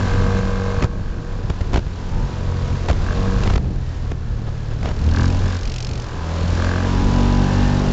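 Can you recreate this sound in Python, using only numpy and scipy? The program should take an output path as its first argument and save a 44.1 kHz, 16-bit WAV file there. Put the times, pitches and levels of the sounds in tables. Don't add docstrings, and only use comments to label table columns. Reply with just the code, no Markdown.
import sys
import numpy as np
from scipy import signal
from scipy.fft import rfft, irfft, next_fast_len
from scipy.io import wavfile
from scipy.ndimage import uniform_filter1d, map_coordinates

SR = 44100
rng = np.random.default_rng(int(sys.argv[2]) if len(sys.argv) > 2 else 0)


def attenuation_scalar(level_db):
    decades = np.asarray(level_db, float) / 20
    return 10 ** decades


def output_pcm(signal):
    pcm = np.clip(np.atleast_2d(signal).T, -1, 1) * 32767
    wavfile.write(sys.argv[1], SR, np.round(pcm).astype(np.int16))


N = 349272

# start_s, cycle_rate_hz
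ENGINE_SPEED = [(0, 47.4), (.5, 47.89), (1.44, 47.52), (1.62, 45.72), (2.16, 44.83), (2.88, 43.52),
                (3.24, 47.52), (3.42, 46.76), (3.96, 40.51), (4.32, 37.8), (4.97, 35.6), (5.22, 43),
                (5.4, 46.28), (5.94, 38.59), (6.66, 43.7), (7.02, 46.75), (7.4, 47.68), (7.92, 49)]
# start_s, throttle (0-1)
PEDAL = [(0, 0.77), (.85, 0.26), (1.8, 0.32), (2.0, 0.75), (2.9, 0.52), (3.2, 0.84), (3.45, 0.45),
         (3.6, 0.31), (4.9, 0.1), (5.05, 0.71), (5.2, 1), (5.55, 0.69), (5.8, .05), (6.0, 0), (6.3, 0.55),
         (6.66, 0.78), (7.2, 0.99), (7.92, 0.96)]
# frequency_hz, level_db (per Hz)
GRAVEL_SPECTRUM = [(300, -27), (1000, 5), (2000, 1), (4200, -2), (5500, -5.5), (7000, -8.5), (9000, -10),
                   (20000, -27)]


def unit(x):
    return x / np.sqrt(np.mean(x ** 2) + 1e-20)


def curves(rows):
    s, *columns = np.transpose(rows)
    t = np.arange(N) / SR
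    return [np.interp(t, s, column) for column in columns]


def wobble(rate_hz):
    at = np.arange(0, N + 16, 16)
    knots = rng.standard_normal(int(N * rate_hz / SR) + 4)
    return np.interp(np.arange(N), at, map_coordinates(knots, [at * rate_hz / SR]))


def filtered(x, response):
    m = next_fast_len(N + 8192)
    return irfft(rfft(x, m) * response(np.fft.rfftfreq(m, 1 / SR)), m)[:N]


def coloured(x, spectrum):
    hz, db = np.transpose(spectrum)
    return filtered(x, lambda f: attenuation_scalar(np.interp(np.log(f + 1), np.log(hz + 1), db)))


def rung(x, modes):
    def response(f):
        total = 0
        for k, (centre, width, db) in enumerate(modes):
            damping = 1j * f * width
            total = total + (-1) ** k * attenuation_scalar(db) * damping / (centre * centre - f * f + damping)
        return total
    return unit(filtered(x, response))


def peaks(f, modes):
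    return sum(attenuation_scalar(db) / (1 + ((f - centre) / width) ** 4) for centre, width, db in modes)


def blows(turns, scatter_db, t60, click, soft):
    whole = np.floor(turns).astype(int)
    start = np.diff(whole, prepend=whole[0]) > 0
    age = (np.arange(N) - np.maximum.accumulate(np.arange(N) * start)) / SR
    size = attenuation_scalar(scatter_db * rng.standard_normal(whole.max() + 99))[whole]
    puff = attenuation_scalar(-60 * age / t60) * (1 - np.exp(-age / soft)) * rng.standard_normal(N)
    return size * (click * start + puff)


def spells(rows, rest_db):
    t = np.arange(0, N + 64, 64) / SR
    gain = attenuation_scalar(rest_db)
    for start, length, db in rows:
        gain = gain + attenuation_scalar(db) * np.exp(-(2 * (t - start) / length - 1) ** 4)
    return np.interp(np.arange(N) / SR, t, gain)


def exhaust(turns):
    # frequency_hz, half_width_hz, level_db
    pipe_modes = [(243, 41.7, 2.5), (363, 25, -12), (487, 53, -19), (614, 32, -22.5), (823, 20, -15)]
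    # frequency_hz, half_width_hz, level_db (over flat)
    cab_modes = [(93.6, 5, -0.5), (190, 11, 1)]
    # frequency_hz, width_hz, level_db
    intake_modes = [(2780, 260, 0), (3900, 500, -7), (5600, 250, -9)]
    # start_s, length_s, level_db
    order_drones = [
        [(-.4, 1.5, -30), (1.0, 0.98, -26.5), (2.3, 0.69, -24), (3.55, 1.2, -21), (4.98, 0.32, -15),
         (5.3, .5, -25.5), (6.12, 0.69, -23.5)],
        [(2.2, 0.64, -29.5), (3.55, 0.4, -21), (4.0, 1.005, -16), (5.1, .35, -29), (5.65, 0.47, -23),
         (6.9, 1.2, -31.5)],
        [(.25, 0.75, -31.5), (3.2, 0.27, -31), (4.05, 0.31, -27), (4.4, .55, -25), (6.2, .3, -30)],
    ]
    # level_db (coasting), change_db (at full throttle)
    low_orders = [(-30.5, 1.4), (-42.5, 9.5), (-43, 8.2)]
    (hz,), (throttle,) = curves(ENGINE_SPEED), curves(PEDAL)
    load_db = -51 + 22 * np.abs(throttle) ** 1.66
    load = attenuation_scalar(load_db)
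    low_hz = np.arange(50, 250)
    cab = 1 + peaks(low_hz, cab_modes)
    gains = {1: attenuation_scalar(load_db + 8.0)}
    for k, (coast_db, open_db) in enumerate(low_orders, 2):
        direct = attenuation_scalar(coast_db + open_db * throttle) * np.interp(k * hz, low_hz, cab)
        gains[k] = direct + spells(order_drones[k - 2], -99)
    pipe_hz = np.arange(100, 1000)
    pipe = attenuation_scalar(-22.0) + peaks(pipe_hz, pipe_modes)
    for k in range(5, 19):
        gains[k] = load * np.interp(k * hz, pipe_hz, pipe)
    turn = np.arctan2(20 * pipe_hz, 216.7 ** 2 - pipe_hz ** 2)
    unsteady = [attenuation_scalar(1.6 * wobble(12)) for _ in range(4)]
    orders = np.zeros(N)
    for k, gain in gains.items():
        lag = np.interp(k * hz, pipe_hz, turn) + .3 * max(k - 5, 0) ** 2
        orders += gain * unsteady[k % 4] * np.cos(2 * np.pi * k * turns - lag)
    intake = attenuation_scalar(-19.5) * load * rung(rng.standard_normal(N), intake_modes)
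    return np.sqrt(2) * orders + intake


def whines(turns):
    # start_s, end_s, order (per engine cycle), level_db
    whine_rows = [(0, .9, 23, -42), (0, 1.45, 33, -44), (0, 1.4, 26, -45), (.3, 1.45, 20, -44),
                  (0, 1.3, 13, -42), (1.9, 2.85, 34, -48), (1.9, 2.85, 22, -41), (2, 2.4, 20, -37),
                  (1.95, 2.3, 18, -43), (2.1, 2.4, 28, -45), (3.75, 4.8, 45.5, -47), (4.2, 4.6, 38, -49),
                  (4.2, 4.6, 30, -48), (5.75, 6.3, 21.5, -44), (6.8, 7.8, 21, -37), (6.9, 7.9, 17, -40),
                  (6.9, 7.9, 19, -43), (6.1, 6.9, 14, -41), (6.2, 6.9, 13, -43), (6.55, 7.8, 23, -45),
                  (6.55, 7.4, 26, -46), (0, .8, 44.5, -49), (7.45, 7.8, 37, -44)]
    out, unsteady = np.zeros(N), attenuation_scalar(1.5 * wobble(15))
    for start, end, order, db in whine_rows:
        span = slice(round(start * SR), round(end * SR))
        fade = signal.windows.tukey(len(turns[span]), .2)
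        own_wobble = np.roll(unsteady, round(999 * order))[span]
        out[span] += attenuation_scalar(db) * fade * own_wobble * np.sin(2 * np.pi * order * turns[span])
    return out


def valve_knock(turns):
    # frequency_hz, width_hz, level_db
    knock_modes = [(1150, 190, -2), (1350, 200, -30), (1560, 160, 0), (1750, 150, -6)]
    # start_s, length_s, level_db
    knock_spells = [
        (-.6, 1.96, -37.5),
        (3.05, 0.087, -33),
        (3.2, 0.25, -41.5),
        (5.12, 0.15, -30.5),
        (5.4, 0.23, -42),
        (6.0, .25, -42.5),
        (6.56, 0.28, -34),
        (7.3, 0.46, -44),
    ]
    tap = uniform_filter1d(blows(turns, scatter_db=.6, t60=.03, click=60, soft=.001), size=9)
    return spells(knock_spells, rest_db=-51) * rung(tap, knock_modes)


def panel_hum(turns):
    # frequency_hz, width_hz, level_db
    low_modes = [(473.8, 14, 5), (623, 140, -9), (910, 160, -25), (1084.6, 29, -2), (1286, 20, -13),
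                 (2150, 8.7, -19), (2444, 41, -21.5)]
    high_modes = [(703, 9.1, -5), (781, 91, 2.5), (1006.5, 27, 9), (1290, 110, -4.5), (1920, 110, -16),
                  (2678, 40, -7.5), (4300, 270, -18), (5630, 130, -26)]
    # start_s, length_s, level_db
    low_spells = [(.1, 0.92, -29), (1.1, 0.33, -38), (2.2, 0.73, -38), (3.05, 0.49, -33.5), (4.0, .75, -40),
                  (6.2, 0.24, -38), (6.7, 0.16, -40), (7.7, 0.28, -38)]
    high_spells = [(-.4, 1.48, -40), (1.2, 0.47, -39), (2.15, 0.2, -46), (2.9, 0.57, -43.5),
                   (3.9, 0.96, -55.5), (5.1, 0.33, -41), (6.0, .5, -39.5), (6.87, 1.02, -42.5)]
    low_shake = blows(turns, scatter_db=1, t60=.2, click=80, soft=.002)
    high_shake = blows(turns + .4, scatter_db=1, t60=.2, click=70, soft=.002)
    low = spells(low_spells, -48) * rung(low_shake, low_modes)
    high = spells(high_spells, -50) * rung(high_shake, high_modes)
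    return low + high


def gear_noise(turns):
    # frequency_hz, level_db (per Hz)
    gear_spectrum = [(60, -23), (200, -3.5), (450, -1), (800, -8.5), (1200, -13), (1700, -14),
                     (2100, -24.5), (4000, -49), (9000, -91.5)]
    gear_db = -30.5 - 3 * curves(PEDAL)[0]
    firings = blows(2 * turns, scatter_db=1, t60=.3, click=5, soft=.001)
    gears = attenuation_scalar(gear_db) * unit(coloured(firings, gear_spectrum))
    swell = 1 + 0.087 * np.cos(4 * np.pi * turns) + 0.06 * np.cos(2 * np.pi * turns)
    hiss = attenuation_scalar(gear_db - 9) * unit(coloured(swell * rng.standard_normal(N), GRAVEL_SPECTRUM))
    return gears + hiss


def engine():
    turns = np.cumsum(curves(ENGINE_SPEED)[0] * (1 + .0015 * wobble(14))) / SR + .47
    return exhaust(turns) + whines(turns) + valve_knock(turns) + panel_hum(turns) + gear_noise(turns)


def road():
    grit = rng.standard_normal(N) * attenuation_scalar(1.6 * wobble(900) + 1.3 * wobble(9))
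    return attenuation_scalar(-42.5) * unit(coloured(grit, GRAVEL_SPECTRUM))


def wind():
    # start_s, level_db
    buffet_rows = [(0, -34), (.15, -20), (.28, -29), (.38, -20), (.6, -28.5), (.8, -25.5), (1.1, -30.5),
                   (1.75, -26.5), (2.0, -29), (2.7, -28.5), (3.4, -25.5), (3.7, -33.5), (4.9, -29.5),
                   (5.27, -25), (5.9, -30), (6.2, -35.5), (7.0, -31.5), (7.92, -25)]
    # start_s, length_ms, crackle_db, swing_db
    gusts = [(.82, 12, -20, -12), (.836, 4, -18, -16), (.842, 6, -18, -5), (1.497, 10, -23, -8),
             (1.607, 11, -26, -9), (1.73, 7, -23, -18), (1.738, 13, -22, -8), (1.757, 8, -28, -9),
             (1.772, 10, -26, -7), (1.791, 5, -29, -14), (1.866, 4, -33, -14), (2.883, 9, -25, -14),
             (2.894, 10, -24, -8), (2.91, 8, -26, -7), (2.929, 4, -24, -16), (3.434, 7, -20, -18),
             (3.455, 14, -29, -20), (3.473, 6, -22, -8), (3.497, 14, -23, -7), (3.532, 13, -24, -11),
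             (3.553, 15, -21, -7), (3.576, 8, -24, -16), (3.645, 3, -33, -20), (3.822, 3, -34, -26),
             (4.113, 10, -27, -14), (4.809, 3, -29, -18), (4.829, 5, -27, -14), (4.856, 6, -27, -12),
             (4.889, 4, -26, -16), (4.905, 15, -32, -14)]
    squalls = [
        (1.73, 70, -29, -35.5),
        (2.881, 44, -28, -34.5),
        (3.43, 71, -37, -34),
        (4.82, 105, -31, -46.5),
        (4.7, 50, -39.5, -24),
        (4.45, 58, -39, -22),
        (.11, 18, -37, -10),
        (.35, 18, -34.5, -13),
        (.77, 13, -37.5, -10.5),
        (0.92, 16, -44, -18.5),
    ]
    # frequency_hz, level_db (per Hz)
    rumble_spectrum = [(8, -31), (22, 2), (45, -3), (80, -10.5), (130, -12.5), (220, -20.5), (400, -32.5),
                       (800, -43), (3000, -85.5)]
    crackle_spectrum = [(60, -13), (200, 6.5), (800, -13), (1700, -17.5), (3000, -19), (7000, -29.5),
                        (12000, -31.5)]
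    thud_spectrum = [(60, -17.5), (200, 0), (700, -3), (1500, -13.5), (3500, -24), (8000, -37)]
    rumble = coloured(rng.standard_normal(N), rumble_spectrum)
    rumble = rumble / np.sqrt(np.abs(uniform_filter1d(rumble ** 2, size=5000)))
    crackle, swing = np.zeros(N), np.zeros(N + SR)
    for s, ms, crackle_db, swing_db in gusts + squalls:
        first, n = round(s * SR), round(ms * SR / 1000)
        crackle[first:first + n] += attenuation_scalar(crackle_db) * np.hanning(n) ** .4
        t = np.arange(SR // 8) / SR - ms / 1000
        dip = -np.sin(np.pi / 2 * np.clip(1 + t * 1000 / ms, 0, 1)) * (t < 0)
        rebound = 1.2 * np.exp(-(t / .011) ** 2) * np.cos(2 * np.pi * 20 * t) * (t >= 0)
        swing[first:first + len(t)] += attenuation_scalar(swing_db) * uniform_filter1d(dip + rebound, size=110)
    spikes = unit(coloured(rng.standard_normal(N) * attenuation_scalar(1.6 * wobble(700)), crackle_spectrum))
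    thuds = unit(coloured(rng.standard_normal(N) * attenuation_scalar(3 * wobble(250)), thud_spectrum))
    buffeting = attenuation_scalar(curves(buffet_rows)[0] + 8.5 + 3.94 * wobble(8.1)) * rumble
    overload = 1.2 * crackle * thuds + 3.27 * crackle ** (4 / 3) * spikes
    return buffeting + overload + swing[:N]


def driveline():
    # start_s, shaft_rate_hz, rattle_db
    shaft_rows = [
        (4.55, 37.8, -49.5),
        (5.02, 40.13, -44),
        (5.2, 42.34, -39),
        (5.45, 45.67, -44.5),
        (5.8, 46.78, -29.5),
        (6.02, 45.81, -37.5),
        (6.2, 43.8, -53.5),
        (6.45, 42.05, -44.5),
        (6.8, 42.67, -48.5),
    ]
    # frequency_hz, width_hz, level_db
    part_modes = [(2540, 850, 1), (4490, 920, 2.5), (5460, 700, 2), (6440, 630, -2), (8360, 870, -1)]
    hz, db = curves(shaft_rows)
    turns = np.cumsum(hz) / SR + 0.96
    return attenuation_scalar(db) * rung(blows(turns, scatter_db=.6, t60=.024, click=0, soft=.0016), part_modes)


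def gain_control():
    # start_s, gain_db (just after)
    duck_rows = [(0.402, -3), (0.862, -10.5), (1.5, -5), (1.78, -9), (2.92, -4), (3.551, -10), (4.12, -10),
                 (4.87, -5), (5.3, -4), (5.569, -6)]
    recovery_db_per_s, duck_s = 6, 0.013
    t = np.arange(N) / SR
    db = np.zeros(N)
    for s, after_db in duck_rows:
        recovering = np.minimum(after_db + recovery_db_per_s * (t - s), 0)
        db = np.minimum(db, np.where(t < s, 0, recovering))
    return attenuation_scalar(uniform_filter1d(db, size=round(duck_s * SR)))


def scene():
    effort = attenuation_scalar(-2.5 + 7.5 * curves(PEDAL)[0])
    vehicle = engine() + driveline() + road()
    return (gain_control() * effort * vehicle + wind())[None]


def band_limit(x):
    return signal.sosfilt(signal.butter(12, 8820, fs=SR, output="sos"), x)


def record(dry):
    # frequency_hz, level_db
    microphone_response = [(10, -5), (25, -3.5), (7300, 0.5), (7700, -9), (8000, -20.5), (8600, -19.5),
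                           (9000, -38.5), (9300, -90), (22000, -120)]
    soft = dry[0] / (1 + np.abs(dry[0] / .7) ** 4) ** (1 / 4)
    mix = coloured(soft, microphone_response)[None]
    return band_limit(mix)


dry = scene()
out = record(dry)
output_pcm(out)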